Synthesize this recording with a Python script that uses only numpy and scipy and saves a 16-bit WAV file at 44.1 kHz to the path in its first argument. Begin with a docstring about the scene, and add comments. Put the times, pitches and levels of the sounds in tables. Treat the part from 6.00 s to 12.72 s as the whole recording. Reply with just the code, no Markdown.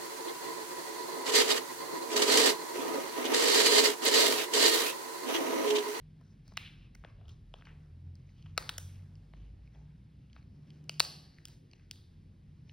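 """In a furnished living room with a wooden floor, a cat gnaws a hard dried treat.
Each snap is an impulse and a brief train of fractures exciting jaw, mouth, treat, teeth and splinter modes.
Crumbs grind as dense random grains in short resonators, above a faint rustle of fur made the same way.
Below lie shaped room noise, hum of narrow noise bands, and a far engine of three harmonics changing speed.
Two close ports hear the cat directly, by early echoes and by a diffuse tail."""
import sys
import numpy as np
from scipy import signal
from scipy.fft import rfft, irfft, next_fast_len
from scipy.io import wavfile

SR = 44100
rng = np.random.default_rng(int(sys.argv[2]) if len(sys.argv) > 2 else 0)


def master(y):
    """Save y as 16-bit WAV."""
    cut = np.clip(np.atleast_2d(y).T, -1, 1)
    pcm = np.round(cut * 32767)  # scale
    wavfile.write(sys.argv[1], SR, pcm.astype(np.int16))


N = 296440

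# Snaps of the treat. Each row: time in seconds, direct peak in dB of jaw, mouth, treat, teeth and splinter
# before the ports, pitch in Hz of mouth, treat and teeth, duration of the small fractures in ms.
SNAPS = [(0.214, -57.5, -81, -82, -73, -68, 970, 1960, 5000, 4.9),
         (0.4802, -66, -68, -71, -53.5, -57, 910, 2194, 5060, 2.35),
         (0.523, -53, -82, -90.5, -62.5, -86, 980, 2160, 5360, 5),
         (0.539, -63.5, -70, -79, -62, -69, 1200, 2660, 5030, 4.4),
         (0.572, -69, -29.5, -28.5, -29.5, -33.5, 1290, 2230, 4970, 1.47),
         (0.575, -39.5, -38.5, -25, -27.5, -34, 774, 2670, 4030, 1.04),
         (0.9504, -81, -55, -52, -54.5, -56, 1410, 2120, 5660, 1.95),
         (0.953, -63, -51, -49, -55.5, -48, 1460, 2050, 4620, 1.12),
         (1.0387, -53.5, -44.5, -64, -80, -91, 1210, 1940, 4040, 1.07),
         (1.0485, -43, -42, -44.5, -65, -99, 1480, 3130, 5400, 1.58),
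         (1.216, -59, -82, -75, -82, -93, 800, 2400, 4200, 5.5),
         (1.257, -63, -84, -63, -79, -80, 700, 3230, 3740, 4),
         (1.283, -61, -66, -53, -59, -61, 1400, 3240, 4870, 1.8),
         (1.296, -78, -67, -53, -59, -63, 1300, 3300, 5160, 6),
         (1.54, -42, -59, -38, -52.5, -67, 880, 3140, 5300, 1.01),
         (1.611, -59, -64, -56, -81, -86, 1140, 3200, 4320, 1.65),
         (1.623, -62, -49.5, -51.5, -78, -92, 1160, 2530, 3300, 1.6),
         (1.657, -90, -58, -55, -58, -70, 1480, 2930, 4460, 6.6),
         (1.6705, -50, -54, -47.5, -81, -82, 1280, 2290, 4000, 1.5),
         (2.1555, -98, -75, -85, -55.5, -64, 898, 3130, 4870, 1.7),
         (2.2923, -81, -81.5, -60, -82.5, -87.5, 1690, 2240, 4770, 2.5),
         (2.4259, -87, -77, -55.5, -58.5, -70, 1690, 3070, 4700, 1.27),
         (2.465, -74, -58, -55.5, -70.5, -77, 965, 2960, 4700, 8.8),
         (2.57, -70.5, -51, -59, -66, -80, 1260, 2555, 4740, 2.8),
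         (2.5785, -28, -22.5, -26.5, -19.5, -21, 1230, 2920, 4510, 1.5),
         (2.582, -46, -34.5, -59, -29.5, -55, 1150, 2920, 4200, 2.1),
         (2.693, -44, -29.5, -24.5, -28, -34.5, 1370, 3520, 4600, 1.45),
         (2.6972, -46, -44.5, -43, -37.5, -32, 890, 1980, 4000, 1.9),
         (2.781, -78, -53, -38.5, -34, -29, 1500, 3320, 5400, 1.26),
         (2.783, -46.5, -36.5, -40, -29.5, -25.5, 1420, 3100, 5830, 1.52),
         (2.958, -79, -70, -60.5, -62, -72, 1500, 2900, 5000, 1.3),
         (3.1551, -87, -80.5, -62.5, -56, -75, 1500, 2860, 5230, 1.1),
         (3.337, -50, -58, -50, -58, -78, 1140, 2030, 3220, 1.55),
         (3.676, -82, -71, -59.5, -68, -88.5, 1500, 2250, 4840, 2.2),
         (3.7492, -63.5, -76.5, -61.5, -78, -85, 751.5, 3220, 4340, 1.8),
         (3.757, -58.5, -82.5, -85, -79.5, -83, 695, 2660, 4360, 2.8),
         (4.3, -76, -69, -60, -77, -91, 1810, 2760, 3650, 1.47),
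         (4.3313, -72, -83, -55, -51.5, -84, 1460, 2970, 4670, 1.3),
         (4.364, -58, -47.5, -64, -58, -85, 1150, 1900, 3830, 1.58),
         (4.428, -84, -73, -62, -65, -89, 1300, 2386, 4430, 1.5),
         (4.705, -79, -62, -51, -54.5, -65.5, 1804, 3100, 4530, 1.3),
         (4.842, -84.5, -80, -68, -65.5, -63, 1500, 2970, 5200, 1.4),
         (4.8949, -43, -39, -27, -27, -31.5, 1170, 2900, 4810, 1.27),
         (4.9987, -52, -33, -22.5, -22.5, -17.5, 1240, 3580, 4600, 2.34),
         (5.003, -26, -21.5, -17, -8, -14, 970, 2900, 4540, 1.1),
         (5.345, -85.5, -84, -68.5, -60.5, -79, 1500, 2900, 4500, 2.2),
         (5.228, -89.5, -89, -83.5, -72, -67, 1500, 2890, 4500, 1.5),
         (5.366, -86.5, -80, -72, -64, -80, 1510, 2900, 4430, 2.2),
         (5.3851, -85.5, -74.5, -50.5, -55.5, -63, 1193, 1840, 3850, 1.4),
         (5.4544, -75, -56, -40.5, -37.5, -38.5, 1310, 3110, 5200, 1.58),
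         (5.4748, -79.5, -60, -65, -54, -63, 1600, 3230, 4500, 1.4),
         (5.4844, -79, -58, -55, -55, -44, 1673, 3150, 4780, 1.13),
         (5.495, -70, -68, -81.5, -81.5, -90, 846, 2480, 4500, 10.4),
         (5.7142, -84, -88, -61, -55.5, -71, 1507, 2750, 4790, 1.96),
         (5.734, -61.5, -74, -49, -50.5, -76, 849, 2810, 4440, 1.55),
         (5.797, -70, -63.5, -63, -71, -85, 1700, 2400, 4500, 3),
         (5.9121, -59.5, -53, -34.5, -32, -32, 1373, 3560, 4650, 1.1),
         (5.937, -85, -56, -70.5, -74.5, -78.5, 1750, 2400, 4550, 2.2),
         (6.696, -71, -56, -48, -61, -83, 1770, 3170, 3900, 1.4)]
# Modes of the jaw. Each row: frequency in Hz, relative level in dB, decay time t60 in seconds.
JAW_MODES = [(237, -8, 0.011), (401, 2, 0.0088), (602, 5, 0.0064)]
# Modes of the mouth. Each row: ratio to the snap's mouth pitch, relative level in dB, t60 in seconds.
MOUTH_MODES = [(1.001, 4, 0.0066), (1.75, -6, 0.0035)]
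# Modes of the treat. Each row: ratio to the snap's treat pitch, relative level in dB, t60 in seconds.
TREAT_MODES = [(.78, -8, 0.004), (1.001, 2, 0.0054), (1.11, -9, 0.0045)]
# Modes of the teeth. Each row: ratio to the snap's teeth pitch, relative level in dB, t60 in seconds.
TEETH_MODES = [(0.86, -6, 0.0037), (0.999, 1.5, 0.0045), (1.25, -10.5, 0.002)]
# Modes of the splinters. Each row: frequency in Hz, relative level in dB, t60 in seconds.
SPLINTER_MODES = [(6247, 1.2, 0.0007), (9200, -1.4, 0.00063), (12600, -3.5, 0.001), (15620, -6.5, 0.0015)]
# Delay in ms with which jaw, mouth, treat, teeth and splinters are set ringing, in that order.
BODY_DELAY_MS = [.6, .25, 0.028, 0.022, 0.093]
# Bouts of grinding. Each row: start in seconds, hold in seconds, relative level in dB, wet, coarse and
# fine grains in dB against it, pitch of the medium grains in Hz, their spread in octaves.
GRIND_BOUTS = [(0.2, 0.026, -96, 13, 5, -10, 2220, 0.19), (0.23, 0.09, -103, 3, 8, 16, 2220, 0.26),
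               (0.456, 0.064, -82.5, -10, -5, 3.5, 2200, 0.22),
               (0.579, 0.098, -57, -41, -27, -25, 3080, 0.46),
               (0.732, 0.13, -75.5, -25, -11, -13.5, 2960, 0.32),
               (1.055, 0.038, -71.5, -17, -2.5, -12, 2330, 0.28),
               (1.19, 0.032, -83.5, 12.5, 0, -25, 3080, .2), (1.25, 0.02, -89, 8, 3, -23, 3300, 0.18),
               (1.292, 0.02, -78, -12, -9, 2.5, 3340, 0.43), (1.56, 0.03, -74.5, 0, 5.5, -4.5, 2980, 0.22),
               (1.671, 0.024, -60, -25, -10, -24, 2440, 0.28),
               (1.704, 0.028, -67.5, -7, -6, -28, 2280, .16), (1.791, 0.07, -90, -14, -9, -8, 2200, 0.24),
               (2.173, 0.15, -88, -19, -21, -2, 2230, 0.19), (2.384, 0.11, -77, -13, -11, -8, 2900, 0.22),
               (2.59, 0.082, -70, -3, 3, 6.5, 2800, 0.44), (2.886, 0.11, -79.5, -24, -23, -11, 2680, 0.38),
               (3.345, 0.11, -77, -13, -17, -13, 2820, 0.23), (3.552, 0.039, -91.5, 8.5, -4, -14, 2200, .3),
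               (3.634, 0.1, -85.5, -14, -15, -12.5, 2123, .25), (3.755, 0.035, -86, 12, -5, -11, 2130, .3),
               (3.81, 0.11, -91, -8, -3.5, -21, 2150, .3), (4.355, 0.028, -77.5, -4, -5, -4, 2320, 0.5),
               (4.673, 0.11, -83.5, -25.5, -36, -4, 2440, 0.37),
               (5.11, 0.43, -83, -9, -16, -2.5, 2290, 0.43), (5.47, 0.08, -90.5, -8, -5, 12.5, 3300, 0.26),
               (5.718, 0.12, -82.5, -15, -12, -4, 2266, .3), (5.94, 0.09, -73.5, -26, -19, -17, 3970, 0.17),
               (6.681, 0.046, -84, -17, -16, -2.5, 2514, .3)]
# Grain resonances by size of grain. Each entry: lowest pitch in Hz, highest pitch in Hz, number of pitches.
GRAIN_HZ = {"wet": (420, 800, 3), "coarse": (900, 1600, 4), "medium": (1500, 3900, 11),
            "fine": (3900, 6017, 5), "dust": (8000, 15900, 4)}
# Far engine. Each row: time in seconds, firing rate in Hz, first order in dB rms, second order in dB rms,
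# all before their wavering.
ENGINE = [(0.0, 48.8, -56, -59), (0.13, 47.4, -65, -66), (0.86, 45.0, -61.5, -67.5), (1.3, 41.2, -60, -75),
          (1.85, 42.7, -64.5, -59.5), (2.1, 43.8, -63.5, -48), (2.3, 43.9, -60, -55.5),
          (2.65, 44.6, -57.5, -61.5), (2.85, 45.13, -62, -51), (3.08, 46.5, -56, -53),
          (3.25, 49.3, -55, -63), (3.42, 52.1, -51.5, -67), (3.97, 62.5, -63.5, -77.5),
          (4.4, 66.6, -61, -87.5), (4.53, 73.4, -62.5, -62), (5.25, 73.5, -69.5, -71),
          (5.5, 54.5, -71, -78), (5.8, 40.5, -66.5, -63.5), (6.21, 45.3, -66.5, -58),
          (6.72, 49.5, -71, -70)]
# Room noise before its wavering. Each row: frequency in Hz, spectral density in dB per Hz.
AIR_SPECTRUM = [(25, -85.5), (42, -81.5), (110, -75.5), (200, -86), (400, -100), (700, -112), (1300, -116),
                (2500, -117), (5000, -121), (6500, -130), (8000, -131), (11000, -132), (13500, -144),
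                (17000, -149)]
# Hum resonances. Each row: centre in Hz, bandwidth in Hz, level in dB rms before its wavering.
ROOM_HUM = [(151.3, 3, -61.5), (198, 8, -78.5), (265, 5.4, -87.5)]
# Reverberation time. Each row: frequency in Hz, t60 in seconds.
ROOM_T60 = [(300, 0.89), (1000, 0.62), (3000, 0.55), (4500, 0.71), (7000, 0.44), (11000, 0.53), (16000, .3)]
# Colour of the diffuse tail. Each row: frequency in Hz, gain in dB on the band-filtered noise.
TAIL_COLOUR = [(300, -1), (1000, -10.5), (2000, -11.5), (3000, -12.5), (4500, -15), (6000, -12),
               (11000, -6.5), (16000, -16)]
# Early echoes off floor, paws, furniture and wall. Each row: delay in ms, level in dB against the direct sound.
ECHOES = [(4.6, -24), (6.1, -22), (10, -26.5), (47, -25)]
# Phase between the ports. Each row: frequency in Hz, lead of left over right in radians.
PORT_PHASE = [(0, 0), (1100, .7), (1600, .2), (2500, .6), (3300, .2), (5100, .5), (7250, 3.14),
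              (10300, 6.28), (13200, 9.42), (16600, 13)]
# Balance of the ports. Each row: frequency in Hz, left minus right in dB.
PORT_BALANCE = [(250, -1), (400, -0.5), (700, 6.5), (1300, 7), (2000, 0), (4000, 0.5)]
# Likeness of the room noise at the ports. Each row: frequency in Hz, correlation (later limited to -1 .. 0.99).
AIR_LIKENESS = [(50, 1.16), (150, 1.4), (250, 0.95), (400, 0.49), (700, -0.4), (1300, -1.8), (1900, 1),
                (3300, 1.6), (5800, 1.1), (7300, 1.9), (9500, 0.6), (13000, 1.5)]
# Likeness of the cat's diffuse tail at the ports. Each row: frequency in Hz, correlation (limited likewise).
TAIL_LIKENESS = [(250, 0.82), (600, 0.2), (1200, 0.05), (1900, 0.3), (3300, 1), (5000, .9), (8000, 1),
                 (13000, .9)]

SWELL = 0.17  # contact builds up with this share of each mode's decay time
TAIL_SHORTENING = 0.8  # decay time of the modes as sent to the tail, against the direct sound
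FRACTURE_DB_AT_1_MS, FRACTURE_GROWTH = -21.5, 3.1  # median against the break; exponent of duration in ms
GRAINS_PER_S, GRAIN_CYCLES = 12000, 15  # rate before clumping; t60 of a grain in periods
PATCH_DB, DUST_DB = 3, -13.5  # coming and going of each pitch; dust against fine grains
GRIND_RISE_DB_PER_S, GRIND_FALL_DB_PER_S = 903.5, 346
SAG_OCT_PER_S = 1.1  # the medium grains sink in pitch as crumbs soften
RUSTLE_DB, RUSTLE_WAVER_DB = -94, 0.5
ENGINE_WAVER_DB, ENGINE_WAVERS_PER_S = 3, 14
ENGINE_THIRD_DB, ENGINE_JITTER_HZ = -11, 1.2  # third order against the second; unevenness of firing
RUMBLE_DB, RUMBLE_SWELL_DB, RUMBLE_SWELLS_PER_S = -3.5, 4.5, 4
AIR_WAVER_DB, AIR_FLICKER_DB = 2.5, 1.5  # slow and quick wavering in the octave above the rumble
STEADIER = .78  # share of that wavering kept per octave upward
HUM_WAVER_DB = 3.5
CUTOFF_HZ = 17050


def snaps():
    """Impulse excitation: a break amid smaller fractures rings five bodies; rows: to microphone, to room."""
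    size = 1200
    out = np.zeros((2, N + size))
    ms = np.arange(size) * 1000 / SR
    chance = rng.standard_normal((len(SNAPS), 2, size))
    body_modes = (JAW_MODES, MOUTH_MODES, TREAT_MODES, TEETH_MODES, SPLINTER_MODES)
    for row, (push, uneven) in zip(SNAPS, chance):
        s, *peaks_db, mouth_hz, treat_hz, teeth_hz, fracture_ms = row
        # the break comes midway through the fractures
        click = 1. * (np.arange(size) == int(fracture_ms / 2000 * SR))
        fracture_gain = fracture_ms ** FRACTURE_GROWTH * from_db(FRACTURE_DB_AT_1_MS + 5.0 * uneven)
        fractures = fracture_gain * push * np.exp(-(ms / fracture_ms) ** 4)
        scales = (1, mouth_hz, treat_hz, teeth_hz, 1)
        bodies = zip(body_modes, scales, peaks_db, BODY_DELAY_MS, (-1, 1, 1, -1, 1))
        for modes, scale, peak_db, delay_ms, sign in bodies:
            near = body(click + fractures, modes, scale, 1)
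            # over all directions the ripples of the fractures even out: the room hears the plain break
            far = body(click, modes, scale, TAIL_SHORTENING)
            peak = np.abs(signal.hilbert(near)).max()
            start = int((s + (delay_ms - fracture_ms * .75) / 1000) * SR)
            # a random start under 260 samples late keeps the bodies from cancelling in the tail
            far = np.roll(far, rng.integers(0, 260))
            out[:, start:start + size] += sign * np.array([near, far]) * from_db(peak_db) / peak
    return out[:, :N]


def body(x, modes, scale, short):
    """Modal superposition: parallel modes of alternating sign, each swelling softly before it decays."""
    out = 0
    for j, (ratio, db, t60) in enumerate(modes):
        hz, decay_s = scale * ratio, short * t60
        soft = ring(ring(x, hz, SWELL * decay_s), hz, SWELL * decay_s)
        out = out + (-1) ** j * from_db(db) * rms_one(ring(soft, hz, decay_s))
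    return out


def grinding():
    """Shot noise: clumped grains of uneven strength are dealt to short resonances at many pitches."""
    chance = GRAINS_PER_S * from_db(3.0 * drift(30.0)) / SR
    strength = from_db(2.0 * np.minimum(rng.exponential(1, N), 4))
    grains = (rng.random(N) < chance) * strength * rng.choice([-1, 1], N)
    pitches = [(size, hz) for size, span in GRAIN_HZ.items() for hz in np.geomspace(*span)]
    dealt = rng.integers(0, len(pitches), N)
    out = 0
    for k, (size, hz) in enumerate(pitches):
        t60 = GRAIN_CYCLES / hz
        rung = ring(ring(grains * (dealt == k), hz, t60), hz, .5 * t60)
        patches = from_db(PATCH_DB * drift(12.0))
        out = out + .5 * bouts(size, hz) * patches * rms_one(rung)
    return out


def bouts(size, hz):
    """Amplitude envelope of one grain size and pitch: each bout rises, holds and fades, over fur rustle."""
    t = np.arange(0, N + 64, 64) / SR
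    level = 0
    for s, hold_s, level_db, wet_db, coarse_db, fine_db, pitch_hz, spread_oct in GRIND_BOUTS:
        rise_db = -GRIND_RISE_DB_PER_S * np.clip(s - t, 0, None)
        fall_db = -GRIND_FALL_DB_PER_S * np.clip(t - s - hold_s, 0, None)
        off_oct = np.log2(hz / pitch_hz) + SAG_OCT_PER_S * np.clip(t - s, 0, hold_s)
        share = {"wet": from_db(wet_db), "coarse": from_db(coarse_db),
                 "medium": np.exp(-.5 * (off_oct / spread_oct) ** 2),
                 "fine": from_db(fine_db), "dust": from_db(fine_db + DUST_DB)}[size]
        level = level + from_db(level_db + rise_db + fall_db) * share
    rustle = from_db(RUSTLE_DB + DUST_DB * (size == "dust") + RUSTLE_WAVER_DB * drift(8.3))
    return np.interp(np.arange(N) / SR, t, level) + rustle


def at_microphone(near, far):
    """Room response: direct sound and early echoes, then a tail that builds up and decays band by band."""
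    size = next_fast_len(N + SR)
    hz, t = np.fft.rfftfreq(size, 1 / SR), np.arange(SR) / SR
    early = 1 + sum(from_db(db) * np.exp(-2j * np.pi * hz * ms / 1000) for ms, db in ECHOES)
    white = rng.standard_normal((2, 2, SR))
    edges = 200 * 2 ** np.arange(0, 6.6, .5)  # half octaves in Hz
    tail = 0
    for k, (low, high) in enumerate(zip(edges, edges[1:])):
        band_filter = signal.butter(2, [low, high], "band", fs=SR, output="sos")
        band = signal.sosfilt(band_filter, white[k % 2])  # neighbouring bands use unrelated noise
        centre = np.sqrt(low * high)
        build_up = np.clip((t - .002) / 0.013, 0, 1)
        decay = from_db(-60 * t / at_hz(ROOM_T60, centre)) * build_up
        tail = tail + band * decay / np.sqrt(np.sum(decay ** 2)) * from_db(at_hz(TAIL_COLOUR, centre))
    direct = rfft(near, size) * ports(early)
    reverberant = rfft(far, size) * diffuse(*rfft(tail, size), TAIL_LIKENESS)
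    return irfft(direct + reverberant, size)[:, :N]


def diffuse(one, other, likeness):
    """Diffuse-field correlation: two unrelated spectra are mixed to a given likeness of left and right."""
    alike = np.clip(at_hz(likeness, np.linspace(0, SR / 2, len(one))), -1, .99)
    return ports(one * np.sqrt((1 + alike) / 2), other * np.sqrt((1 - alike) / 2), level=False)


def ports(coherent, unrelated=0, level=True):
    """Interaural-style phase and level differences; a second, unrelated spectrum pulls the ports apart."""
    hz = np.linspace(0, SR / 2, len(coherent))
    turn = np.exp(.5j * np.interp(hz, *np.transpose(PORT_PHASE)))
    tilt = from_db(.5 * level * at_hz(PORT_BALANCE, hz))
    return np.array([(coherent + unrelated) * turn * tilt, (coherent - unrelated) / turn / tilt])


def engine():
    """Harmonic series: the first three firing orders, all that passes the walls, waver on a moving rate."""
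    hz, first_db, second_db = in_time(ENGINE)
    phase = 2 * np.pi * np.cumsum(hz + ENGINE_JITTER_HZ * drift(7.0)) / SR
    out = 0
    for k, db in enumerate((first_db, second_db, second_db + ENGINE_THIRD_DB), start=1):
        waver_db = ENGINE_WAVER_DB * drift(ENGINE_WAVERS_PER_S)
        out = out + from_db(db + waver_db) * np.sin(k * phase)
    return np.sqrt(2) * out


def room_air():
    """Shaped random noise: octaves waver separately, the lowest swells, and narrow resonances hum."""
    hz = np.fft.rfftfreq(N, 1 / SR)
    noise = rfft(rng.standard_normal((2, N))) * from_db(at_hz(AIR_SPECTRUM, hz)) * np.sqrt(SR / 2)
    pair = diffuse(*noise, AIR_LIKENESS)
    octave = np.clip(np.log2((hz + 1) / 90), 0, 6)
    swell = from_db(RUMBLE_DB + RUMBLE_SWELL_DB * drift(RUMBLE_SWELLS_PER_S))
    air = irfft(pair * np.clip(1 - octave, 0, 1), N) * swell
    for k in range(1, 7):
        waver_db = AIR_WAVER_DB * drift(3.2) + AIR_FLICKER_DB * drift(13.0)
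        band = irfft(pair * np.clip(1 - abs(octave - k), 0, 1), N)
        air += band * from_db(STEADIER ** (k - 1) * waver_db)
    for centre_hz, width_hz, db in ROOM_HUM:
        t60 = np.log(1000) / np.pi / width_hz
        hum = rms_one(ring(rng.standard_normal(N), centre_hz, t60))
        air += from_db(db + HUM_WAVER_DB * drift(2.3)) * hum
    return air


def ring(x, hz, t60):
    """Damped resonance: two poles decay by 60 dB in t60; zeros block the bottom and top of the spectrum."""
    r, w = from_db(-60 / (t60 * SR)), 2 * np.pi * hz / SR
    return signal.lfilter([.5, 0, -.5], [1, -2 * r * np.cos(w), r * r], x + 1e-18)


def drift(rate):
    """Slow random fluctuation of rms 1: lines between random knots, rate knots a second."""
    knots = rng.standard_normal(int(N / SR * 40) + 2)
    return rms_one(np.interp(np.arange(N) * rate / SR, np.arange(len(knots)), knots))


def from_db(db):
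    """Logarithmic level: decibels to amplitude gain."""
    return 10 ** (np.asarray(db) / 20)


def rms_one(x):
    """Effective value: scale to rms 1."""
    return x / np.sqrt(np.mean(x ** 2) + 1e-30)


def in_time(rows):
    """Linear interpolation in time: table columns as sample-rate curves."""
    s, *columns = np.transpose(rows)
    return [np.interp(np.arange(N) / SR, s, c) for c in columns]


def at_hz(points, hz):
    """Logarithmic frequency scale: interpolate a spectrum along it."""
    table_hz, values = np.transpose(points)
    return np.interp(np.log(hz + 1), np.log(table_hz + 1), values)


def scene():
    """Linear superposition: the cat heard in the room, with room noise and engine."""
    return at_microphone(*(snaps() + grinding())) + room_air() + engine()


def record(dry):
    """Band limiting: the deepest bass and the top are cut."""
    bass_cut = signal.sosfilt(signal.butter(2, 30, "high", fs=SR, output="sos"), dry)
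    return signal.sosfilt(signal.cheby2(12, 70, CUTOFF_HZ, fs=SR, output="sos"), bass_cut)


dry = scene()
out = record(dry)
master(out)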